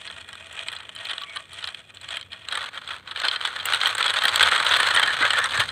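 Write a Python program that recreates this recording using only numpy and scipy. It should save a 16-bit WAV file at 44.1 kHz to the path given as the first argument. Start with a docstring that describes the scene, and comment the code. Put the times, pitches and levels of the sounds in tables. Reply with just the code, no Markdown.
"""Hollow plastic toy trucks, pulled on a string over rough, cracked ground outdoors, close to a phone.
Wheels drop into cracks and knock cargo box, cab and axle into decaying modes. Hard wheels grind and
snap grit and shake loose parts; the rolling dips when the string slackens. Later a longer row of
trucks rolls louder. Brief, narrow tones glide within the rolling noise. Ground and walls add short
scatter. A few soft thumps reach the microphone, and a low distant drone lies underneath."""
import sys
import numpy as np
from scipy import signal
from scipy.fft import rfft, irfft, next_fast_len
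from scipy.io import wavfile
from scipy.ndimage import uniform_filter1d

SR = 44100
rng = np.random.default_rng(int(sys.argv[2]) if len(sys.argv) > 2 else 0)


def inscribe(sig):
    """Save sig as 16-bit PCM at rate SR to the path in sys.argv[1].

    A 1-D sig is mono; a 2-D sig holds one channel per row.
    Samples are clipped to [-1, 1] before scaling.
    """
    pcm = np.round(np.clip(np.atleast_2d(sig).T, -1, 1) * 32767)
    wavfile.write(sys.argv[1], SR, pcm.astype(np.int16))


N = 251811

# Modes of cargo box, cab and axle. Each row: frequency in Hz, relative level in dB, T60 in seconds.
BOX_MODES = [(508, -17.5, 0.12), (655, -18.5, 0.11), (890, -5, 0.05), (1122, -6, 0.14), (1338, 3.5, 0.068),
             (1550, 7, 0.044), (1733.5, 3.4, 0.076), (1900, 6.5, 0.04), (2260, -48, .025)]
CAB_MODES = [(2483, -2, 0.025), (2770, -13, 0.03), (3082, 3, 0.067), (3266, 11.5, 0.022), (3573, 9, 0.0064),
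             (3867, 6, 0.02), (4095, 2, 0.037), (4320, -38, 0.014)]
AXLE_MODES = [(5780, -5.5, 0.017), (6900, -27, 0.004), (8024, 17.5, 0.013), (9220, 7, 0.013),
              (10500, -4, 0.0083), (12200, -15, 0.0044), (14400, -18, .012), (14500, -49, .011)]
# Knocks. Each row: time of full swing in seconds, box, cab and axle peaks in dB, T60 factor.
KNOCKS = [(0.0155, -38.5, -30, -53, 0.8), (0.0756, -29, -21, -56, 1.3), (0.1023, -28.5, -26, -50, 1.1),
          (0.126, -37, -28.5, -51, 1.1), (0.1648, -33, -31.5, -52, 0.71), (0.2104, -38, -32.5, -40, 1.2),
          (0.2897, -32, -32.5, -39, 1.2), (0.3304, -32, -28.5, -34, 1.0), (0.3555, -30, -28.5, -40, 0.5),
          (0.528, -39, -36.5, -34, 1.3), (0.577, -33.5, -28, -44, 1.7), (0.5932, -30.5, -24.5, -42, 0.8),
          (0.6771, -43.5, -39, -35, 2.4), (0.6853, -25, -14, -27, 0.53), (0.7186, -28.5, -28, -34, 1.4),
          (0.728, -31, -22, -35, 0.55), (0.7518, -34, -41, -39, 2.2), (0.7647, -34, -21.5, -42, 1.1),
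          (0.8062, -30.5, -33, -46, 0.98), (0.8928, -31.5, -22.5, -36.5, 0.56),
          (0.951, -40.5, -33, -33, 2.4), (0.9632, -34.5, -24, -42, 0.78), (0.9892, -37.5, -27.5, -42, 0.77),
          (1.0541, -34, -20.5, -40, 0.5), (1.0885, -30, -22.5, -46, 0.91), (1.097, -24, -20.5, -38, 1),
          (1.106, -25, -23.5, -42, 1.5), (1.1129, -25.5, -20, -31, 0.6), (1.134, -25, -21, -47, 0.65),
          (1.1818, -26.5, -16.5, -35, 0.58), (1.2155, -33, -25, -55, 1.1), (1.2203, -33, -22, -41, 0.7),
          (1.2365, -32.5, -22, -39, 0.67), (1.361, -24, -21.5, -29, 1.8), (1.3714, -29, -17.5, -40, 0.46),
          (1.5324, -34, -30, -33, 1.4), (1.6276, -31.5, -23.5, -52, 1.6), (1.6429, -25, -16, -34, 0.46),
          (1.6744, -27, -19.5, -32.5, 1.4), (1.6876, -28, -22.5, -45, 0.71),
          (1.747, -30.5, -20.5, -38, 0.4), (1.9465, -55, -38.5, -39, 2.3), (1.9718, -41, -25.5, -43, 0.45),
          (2.0138, -40.5, -35.5, -34.5, 1.8), (2.089, -34, -22, -34, 0.43), (2.1074, -31, -24, -36, 1.3),
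          (2.1412, -27, -24.5, -43, 0.86), (2.1707, -23, -19, -27, 0.69), (2.2123, -34.5, -23.5, -36, 0.67),
          (2.2288, -41.5, -27.5, -46, 0.37), (2.3205, -35, -26.5, -48, 2.9),
          (2.3321, -33, -21.5, -41, 0.78), (2.4868, -24.5, -14.5, -28, 0.54), (2.513, -29.5, -21, -43, 2.7),
          (2.5251, -21, -16.5, -31, 1.3), (2.554, -18.5, -16.5, -25.5, 1.3),
          (2.5752, -18.5, -19.5, -25.5, 0.87), (2.6612, -26.5, -23, -40, 1.4),
          (2.746, -30.5, -31.5, -44, 1.7), (2.7757, -28.5, -25, -56, 0.7), (2.877, -31, -21.5, -38, 1.1),
          (2.912, -26.5, -24.5, -56, 0.66), (2.934, -29, -26, -39, 1), (2.9656, -28, -30, -39, 0.4),
          (3.075, -35, -24, -55, 1.6), (3.1133, -25.5, -21, -42, 0.7), (3.1614, -22, -17.5, -37, 1.2),
          (3.1745, -28.5, -19, -40, 0.8), (3.2009, -27, -18, -23.5, 0.7), (3.237, -18, -19.5, -51, 2.3),
          (3.2442, -15, -16.5, -47, 2), (3.2522, -19, -13, -27, 0.89), (3.2844, -16.5, -5, -26.5, 0.6),
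          (3.314, -22, -11, -36, 0.6), (3.3343, -26.5, -21.5, -40, 1.2), (3.361, -22.5, -12.5, -35, 1.1),
          (3.4132, -27, -16, -33, 0.7), (3.4499, -23.5, -17, -34, 1.5), (3.4583, -21, -15.5, -25, 1.2),
          (3.4749, -21, -20, -29, 0.93), (3.5692, -25.5, -27.5, -40, 0.82), (3.6, -25.5, -20, -44, 1.3),
          (3.6565, -20.5, -15.5, -15.5, 1), (3.7358, -11, -8, -21.5, 1.35), (3.7467, -21, -14, -21.5, 1),
          (3.8138, -22.5, -12, -27, 0.8), (3.859, -15, -5.5, -24, 0.65), (3.8723, -19.5, -14, -23, 1.3),
          (3.8816, -24.5, -16, -29, 1.5), (3.9524, -15.5, -19.5, -19.5, 0.6),
          (3.9823, -14, -12.5, -22, 0.74), (4.0073, -11.5, -16.5, -27, 0.8),
          (4.0282, -19.5, -9.5, -25, 0.88), (4.0437, -21, -11, -28, 0.5), (4.0637, -19, -13, -21.5, 1.4),
          (4.0816, -21.5, -9.5, -29, 0.96), (4.095, -17, -11.5, -32, 1.6), (4.105, -21, -9.5, -25, 0.86),
          (4.1395, -17.5, -16, -24, 0.96), (4.1678, -20, -14.5, -29, 2), (4.189, -20, -8, -30, 0.52),
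          (4.2204, -21.5, -15, -36, 0.99), (4.2386, -12.5, -14, -21, 1.1), (4.2548, -8.5, -6, -15, 0.7),
          (4.283, -23.5, -10, -29, 1.3), (4.2918, -19, -12.5, -27, 1.5), (4.3597, -15, -7, -11.5, 0.6),
          (4.4181, -14.5, -17.5, -29, 3.1), (4.429, -11.5, -4.5, -12.5, 0.72),
          (4.4874, -18, -15.5, -31, 0.6), (4.521, -8, -15.5, -31, 0.92), (4.5604, -14.5, -15.5, -34, 1.3),
          (4.5795, -18.5, -17, -26, 1.9), (4.6042, -12.5, -19, -28, 0.8), (4.649, -15.5, -19, -28, 1.9),
          (4.666, -17, -9, -39, 0.85), (4.6937, -14, -16.5, -21, 1.2), (4.7126, -14, -13.5, -29, 1.8),
          (4.723, -15.5, -8, -28, 0.85), (4.7479, -15, -9, -29, 1.0), (4.7714, -17, -14, -21, 0.8),
          (4.8033, -7, -10.5, -21, 1.8), (4.8321, -14.5, -10, -21.5, 1), (4.8733, -12, -11.5, -23, 0.51),
          (4.912, -10.5, -19.5, -30, 0.7), (4.949, -10.5, -13, -18.5, 2.3), (4.9746, -12, -7, -26.5, 0.9),
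          (4.9975, -8, -8, -15, 0.96), (5.0333, -13.5, -10, -27, 1.1), (5.0765, -15, -16, -27, 1.3),
          (5.1064, -17.5, -16, -31, 1.9), (5.134, -27.5, -18, -32, 1.7), (5.2137, -11, -22, -35, 1.5),
          (5.229, -9.5, -19, -31, 0.81), (5.245, -13.5, -18.5, -37, 1.8), (5.3071, -10, -8.5, -20.5, 0.76),
          (5.3344, -13.5, -13.5, -21, 1.2), (5.3899, -10.5, -17.5, -19.5, 0.81),
          (5.4424, -15, -15.5, -18.5, 1.2), (5.4586, -18, -16, -25, 1.4), (5.5077, -33, -17, -32, 2.4),
          (5.5364, -17, -17, -38, 1.3), (5.577, -12.5, -16.5, -25, 1), (5.6003, -21, -21, -28, 2.2),
          (5.6148, -20.5, -13.5, -27, 1.4), (5.6902, -25.5, -15.5, -48, 1.2)]


def knocks():
    """Wheels drop into cracks: box, cab and axle ring at once, and grit snaps."""
    peak_s, box_db, cab_db, axle_db, stretch = np.transpose(KNOCKS)
    stretch = np.clip(stretch, .3, 2.5)
    rise_s = np.clip(.003 * gain_of(0.51 * (box_db - cab_db)), .0003, .008)  # slower if the box leads
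    box = part_rings(BOX_MODES, rise_s, stretch, detune=0.0581, spread_db=1.5, rough=0.54)
    cab = part_rings(CAB_MODES, rise_s, stretch, detune=0.0453, spread_db=5.5, rough=0.46)
    axle = part_rings(AXLE_MODES, rise_s, stretch, detune=0.029, spread_db=10.0, rough=1.0)
    grit = grit_bursts(rise_s, t60_s=0.023 * stretch)
    layers = (box_db, box), (cab_db, cab), (axle_db, axle), (axle_db - 16, grit)
    sounds = sum(gain_of(db)[:, None] * layer for db, layer in layers)
    out = np.zeros(N)
    for start_s, knock in zip(peak_s - rise_s, sounds):
        add(out, start_s, knock)
    return out


def part_rings(modes, rise_s, stretch, detune, spread_db, rough):
    """One ring a row, peak 1. Each blow lands elsewhere, so it reweights and detunes the modes."""
    hz, db, t60_s = np.transpose(modes)[:, None, :, None]
    t = np.arange(2000) / SR
    rise_s, stretch = rise_s[:, None, None], stretch[:, None, None]  # axes: blow, mode, time
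    draws = rng.standard_normal((len(stretch), len(modes), 3))
    tune, weight, phase = np.moveaxis(draws, 2, 0)[..., None]
    decay = gain_of(db + spread_db * weight - 60 * np.maximum(t - rise_s, 0) / (t60_s * stretch))
    ring = (decay * np.sin(2 * np.pi * hz * (1 + detune * tune) * t + 2 * phase)).sum(1)
    chatter = unit_rms(smooth(rng.standard_normal(ring.shape), 24, 16))  # loose parts
    attack = np.minimum(t / rise_s[:, 0], 1) ** 1.23
    ring = ring * (1 + rough * chatter) * attack
    return ring / abs(ring).max(1, keepdims=True)


# Rolling balance. Each row: time in seconds, relative levels of box, cab and axle in dB.
PART_LEVELS = [(0.0, -1, -5.5, -10), (.8, -3, -9, -18.5), (1.6, -0.5, -2, -10), (2.7, -3, -6.5, -21),
               (3.3, 2.5, 0, -14.5), (4.2, -1, -3.5, -16.5), (4.8, -3, -6.5, -19), (5.3, -3, -6.5, -21),
               (5.71, -2.5, -4.5, -14)]
# Grit bands of box, cab and axle. 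Each row: low edge in Hz, high edge in Hz.
PART_BANDS = [(300, 2300), (2300, 5400), (5400, 16000)]
# Grit spectra, two near trucks and long row. Each row: frequency in Hz, relative density in dB.
NEAR_SPECTRUM = [(150, -55), (250, -33), (386, -18), (640, -12.5), (1040, -13.5), (1140, -13), (1220, -18),
                 (1910, -12.5), (2710, 3.5), (3340, 17), (4990, -19), (8120, -20.5), (16000, -51)]
ROW_SPECTRUM = [(150, -57), (250, -35.5), (547, -6), (710, -8.5), (1500, 4), (1790, -3), (2670, -1.5),
                (3460, 7.5), (4190, 0.5), (5160, -20), (6820, -17.5), (8260, -17), (10700, -27.5),
                (13900, -34), (16000, -32)]
# Resonances excited by the grit. Each row: centre in Hz, width in Hz, boost in dB.
NEAR_RESONANCES = [(659.5, 51, 11.5), (1150, 28, 7.5), (1877, 106, 14.5), (2464, 106, 8.5),
                   (8640, 1500, 10)]
ROW_RESONANCES = [(6400, 180, 6.6), (8400, 290, 9.4), (14100, 500, 5.0)]


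def rolling(row_from_s=2.47):
    """Wheels grind sand and coarse grains in uneven bumps, and jolts rattle the loose parts."""
    bumps = gain_of(8.8 * np.tanh(0.62 * unit_rms(smooth(rng.standard_normal(N), 300, 150))))
    crunch = smooth(abs(clicks(per_s=260, spread_db=1.5)), 60, 40)
    sand = clicks(per_s=6000, spread_db=4.0) * bumps
    grains = crunch * rng.standard_normal(N) * bumps
    jolts = [clicks(per_s=30, spread_db=2.0) * bumps for _ in range(12)]
    parts = (BOX_MODES, -3.0, -3.0), (CAB_MODES, 1.5, -1.5), (AXLE_MODES, 2.5, -4.0)
    out = np.zeros(N)
    for (modes, grains_db, rattle_db), db, band_hz in zip(parts, curves(PART_LEVELS), PART_BANDS):
        grit = unit_rms(sand) + gain_of(grains_db) * unit_rms(grains)
        near = unit_rms(coloured(grit, NEAR_SPECTRUM, *band_hz, NEAR_RESONANCES))
        row = unit_rms(coloured(grit, ROW_SPECTRUM, *band_hz, ROW_RESONANCES))
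        grind = unit_rms(np.where(np.arange(N) < row_from_s * SR, near, row))
        out += gain_of(db) * unit_rms(grind + gain_of(rattle_db) * rattle(modes, jolts))
    return string_pull() * out


def rattle(modes, jolts):
    """A loose part rings at the shared jolts and at a few of its own; rms 1."""
    rise_s = rng.uniform(0.00063, 0.0022, len(jolts))
    stretch = rng.uniform(0.58, 1.6, len(jolts))
    rings = part_rings(modes, rise_s, stretch, detune=.04, spread_db=5, rough=0.45)
    return unit_rms(sum(signal.oaconvolve(jolt + clicks(per_s=7.8, spread_db=0.0), ring)[:N]
                        for jolt, ring in zip(jolts, rings)))


# Rolling with the string taut. Each row: time in seconds, level in dB.
TAUT_LEVEL = [(0.0, -42), (.13, -43.5), (.4, -44.5), (.6, -35), (.85, -43.5), (1.11, -35), (1.37, -41.5),
              (1.7, -42.5), (2.16, -37), (2.42, -45.5), (2.52, -31.5), (3.1, -40), (3.24, -34.5),
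              (3.5, -32.5), (3.8, -27), (4.1, -27), (4.4, -21), (4.65, -23.5), (4.82, -18), (4.97, -19.5),
              (5.25, -22), (5.45, -25.5), (5.71, -24.5)]
# Slack string. Each row: centre in seconds, length in seconds, depth in dB.
SLACK_DIPS = [(0.236, 0.11, 3.5), (0.515, 0.3, 4), (0.649, 0.046, 10), (0.912, 0.23, 5), (1.262, 0.24, 10),
              (1.459, 0.2, 13), (1.9, 0.51, 12.5), (1.992, .05, 7), (2.26, 0.17, 14.5), (2.454, 0.084, 6),
              (2.709, 0.06, 13.5), (2.815, 0.093, 8), (3.024, 0.21, 12.5), (3.14, 0.035, 9),
              (3.38, 0.18, 3.5), (3.55, 0.096, 5.5), (3.613, 0.12, 10.5), (3.785, 0.11, 6.5),
              (3.94, 0.25, 6), (4.126, 0.11, 8), (4.304, 0.1, 4.5), (4.502, 0.042, 2.5), (4.774, 0.047, 2),
              (4.921, 0.066, 3), (5.015, 0.15, 4.5), (5.152, 0.29, 5), (5.312, 0.056, 7),
              (5.487, 0.066, 10), (5.674, 0.11, 10.5)]


def string_pull():
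    """Gain of the rolling, with a smooth dip wherever the string slackens."""
    t = np.arange(N) / SR
    dips_db = sum(depth_db * np.cos(np.pi * np.clip((t - centre_s) / length_s, -.5, .5)) ** 2
                  for centre_s, length_s, depth_db in SLACK_DIPS)
    return gain_of(curves(TAUT_LEVEL)[0] - dips_db)


# Bursting grains. Each row: start in seconds, peak in dB.
GRIT_SNAPS = [(1.052, -39), (3.6556, -16), (3.7339, -30), (3.872, -25), (3.905, -37), (3.9823, -27),
              (4.3565, -16), (4.4283, -21), (4.6907, -34), (4.7696, -26), (4.997, -32), (5.5977, -23)]


def grit_snaps():
    """The largest grains burst under a wheel with bright snaps."""
    count = len(GRIT_SNAPS)
    bursts = grit_bursts(rise_s=np.full(count, .0015), t60_s=np.full(count, 0.018))
    out = np.zeros(N)
    for (start_s, db), burst in zip(GRIT_SNAPS, bursts):
        add(out, start_s, gain_of(db) * burst)
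    return out


def grit_bursts(rise_s, t60_s):
    """One snap a row, peak 1: a puff of treble noise that dies fast."""
    t = np.arange(2000) / SR
    rise_s, t60_s = rise_s[:, None], t60_s[:, None]
    envelope = np.minimum(t / rise_s, 1) ** 2 * gain_of(-60 * np.maximum(t - rise_s, 0) / t60_s)
    burst = np.diff(rng.standard_normal((len(rise_s), len(t) + 2)), 2) * envelope
    return burst / abs(burst).max(1, keepdims=True)


# Brief tones. Each row: start in seconds, length in seconds, level in dB, start and end pitch in Hz.
GLIDING_TONES = [(1.231, 0.148, -43, 2300, 2190), (4.942, 0.06, -23, 1900, 1800),
                 (5.036, 0.1, -25, 1640, 1800), (5.193, 0.1, -25, 1390, 1750),
                 (5.298, 0.195, -27, 1786, 1700), (5.52, 0.14, -28, 1750, 1750)]


def gliding_tones(pole_width_hz=200):
    """Brief, narrow, gliding tones within the rolling noise; each swells and fades."""
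    pole = np.exp(-np.pi * pole_width_hz / SR)  # doubled below for steep skirts
    out = np.zeros(N)
    for start_s, length_s, db, from_hz, to_hz in GLIDING_TONES:
        noise = np.array([1, 1j]) @ rng.standard_normal((2, SR // 4))
        narrow = signal.lfilter([1], [1, -2 * pole, pole ** 2], noise)[:round(length_s * SR)]
        cycles = np.cumsum(np.linspace(from_hz, to_hz, len(narrow))) / SR
        tone = (narrow * np.exp(2j * np.pi * cycles)).real
        add(out, start_s, gain_of(db) * unit_rms(tone) * signal.windows.tukey(len(narrow), .7))
    return out


# Panel rings. Each row: start in seconds, peak in dB.
PANEL_RINGS = [(1.103, -40), (1.216, -33.5), (1.361, -39)]


def panel_rings(hz=1146, t60_s=0.2):
    """One panel of the near cargo box rings on in a single mode."""
    return pings([(start_s, db, hz, t60_s) for start_s, db in PANEL_RINGS], rise_s=0.0015, sag_s=0)


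def scatter(x, t60_s=0.023, gap_s=.002, fade_hz=3.5):
    """Ground and walls reflect the moving trucks: three short noise tails, crossfaded in turn."""
    t = np.arange(5000) / SR
    tails = rng.standard_normal((3, len(t))) * gain_of(-60 * t / t60_s) * (t > gap_s)
    tails /= np.linalg.norm(tails[0])
    phase = 2 * np.pi * fade_hz * np.arange(N) / SR + np.pi * np.arange(3)[:, None] / 3
    fades = np.sqrt(2 / 3) * np.cos(phase)
    return signal.oaconvolve(x * fades, tails, axes=1)[:, :N].sum(0)


# Thumps. Each row: start in seconds, level in dB, final pitch in Hz, T60 in seconds.
THUMPS = [(4.708, -37, 95, 0.06), (5.208, -20.5, 287, 0.025), (5.241, -38, 97, 0.1),
          (5.586, -25, 105, 0.094)]


def thumps():
    """Soft thumps at the microphone: low tones that sag slightly in pitch."""
    return pings(THUMPS, rise_s=0.0044, sag_s=0.0023)


# Drone spectrum. Each row: frequency in Hz, relative density in dB.
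DRONE_SPECTRUM = [(15, -46), (25, -28), (87, 8.5), (140, -2), (345, -8), (591, -7.5), (647, -17),
                  (708, -25), (900, -16), (1170, -42), (1980, -120)]
# Drone envelope. Each row: time in seconds, rms level in dB.
DRONE_LEVEL = [(0.0, -56.5), (1.5, -59), (3.15, -57), (3.32, -60.5), (3.55, -54.5), (4.2, -54.5),
               (4.47, -46.5), (4.64, -52), (5.71, -47.5)]


def drone():
    """Low noise from far away; its level wavers slightly."""
    waver = gain_of(0.4 * unit_rms(uniform_filter1d(rng.standard_normal(N), 3000)))
    noise = coloured(rng.standard_normal(N), DRONE_SPECTRUM)
    return gain_of(curves(DRONE_LEVEL)[0]) * unit_rms(noise * waver)


def pings(events, rise_s, sag_s):
    """Decaying sines that start sharp by the fraction sag_s / settle_s."""
    t, settle_s = np.arange(9000) / SR, 0.021
    out = np.zeros(N)
    for start_s, db, hz, t60_s in events:
        cycles = hz * (t + sag_s * (1 - np.exp(-t / settle_s)))
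        envelope = gain_of(db - 60 * t / t60_s) * np.minimum(t / rise_s, 1)
        add(out, start_s, envelope * np.sin(2 * np.pi * cycles))
    return out


def clicks(per_s, spread_db):
    """Random clicks of either sign; most are small, a few large."""
    size = gain_of(spread_db * np.minimum(rng.exponential(1, N), 4)) * rng.choice([-1., 1.], N)
    return size * (rng.random(N) < per_s / SR)


def coloured(x, spectrum, lo_hz=0, hi_hz=SR, resonances=()):
    """Filters x by a spectrum plus resonances, between two soft band edges."""
    size = next_fast_len(N)
    hz = np.fft.rfftfreq(size, 1 / SR) + 1
    point_hz, point_db = np.transpose(spectrum)
    db = np.interp(np.log(hz), np.log(point_hz), point_db)
    db += sum(boost_db / (1 + (2 * (hz - mid) / width) ** 2) for mid, width, boost_db in resonances)
    band = 1 / np.sqrt((1 + (lo_hz / hz) ** 16) * (1 + (hz / hi_hz) ** 16))
    return irfft(rfft(x, size) * gain_of(db) * band, size)[:N]


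def curves(table):
    """Interpolates timed rows to one value a sample for each column."""
    times_s, *columns = np.transpose(table)
    return np.array([np.interp(np.arange(N) / SR, times_s, column) for column in columns])


def smooth(x, first_samples, second_samples):
    """Two moving averages in series."""
    return uniform_filter1d(uniform_filter1d(x, first_samples), second_samples)


def gain_of(db):
    """Decibels to amplitude."""
    return 10 ** (np.asarray(db) / 20)


def unit_rms(x):
    """Scales to rms 1 along time."""
    return x / np.sqrt(np.mean(x ** 2, -1, keepdims=True) + 1e-20)


def add(mix, start_s, sound):
    """Mixes a sound in from start_s."""
    part = mix[round(start_s * SR):][:len(sound)]
    part += sound[:len(part)]


def scene():
    """Trucks with their scatter, over drone and thumps; mono."""
    trucks = knocks() + grit_snaps() + rolling() + gliding_tones() + panel_rings()
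    bass_cut = signal.butter(2, 330., "high", fs=SR, output="sos")  # small shells radiate no bass
    trucks = signal.sosfilt(bass_cut, trucks)
    return (trucks + gain_of(-23.0) * scatter(trucks) + drone() + thumps())[None]


def record(dry):
    """The phone adds faint microphone hiss and cuts deep bass and the top treble."""
    hiss_db, low_hz, high_hz = -75, 50., 15600
    noisy = dry + gain_of(hiss_db) * rng.standard_normal(dry.shape)
    thin = signal.sosfilt(signal.butter(2, low_hz, "high", fs=SR, output="sos"), noisy)
    lowpass = signal.firwin(511, high_hz, window=("kaiser", 9), fs=SR)
    return signal.oaconvolve(thin, lowpass[None], "same")


dry = scene()
out = record(dry)
inscribe(out)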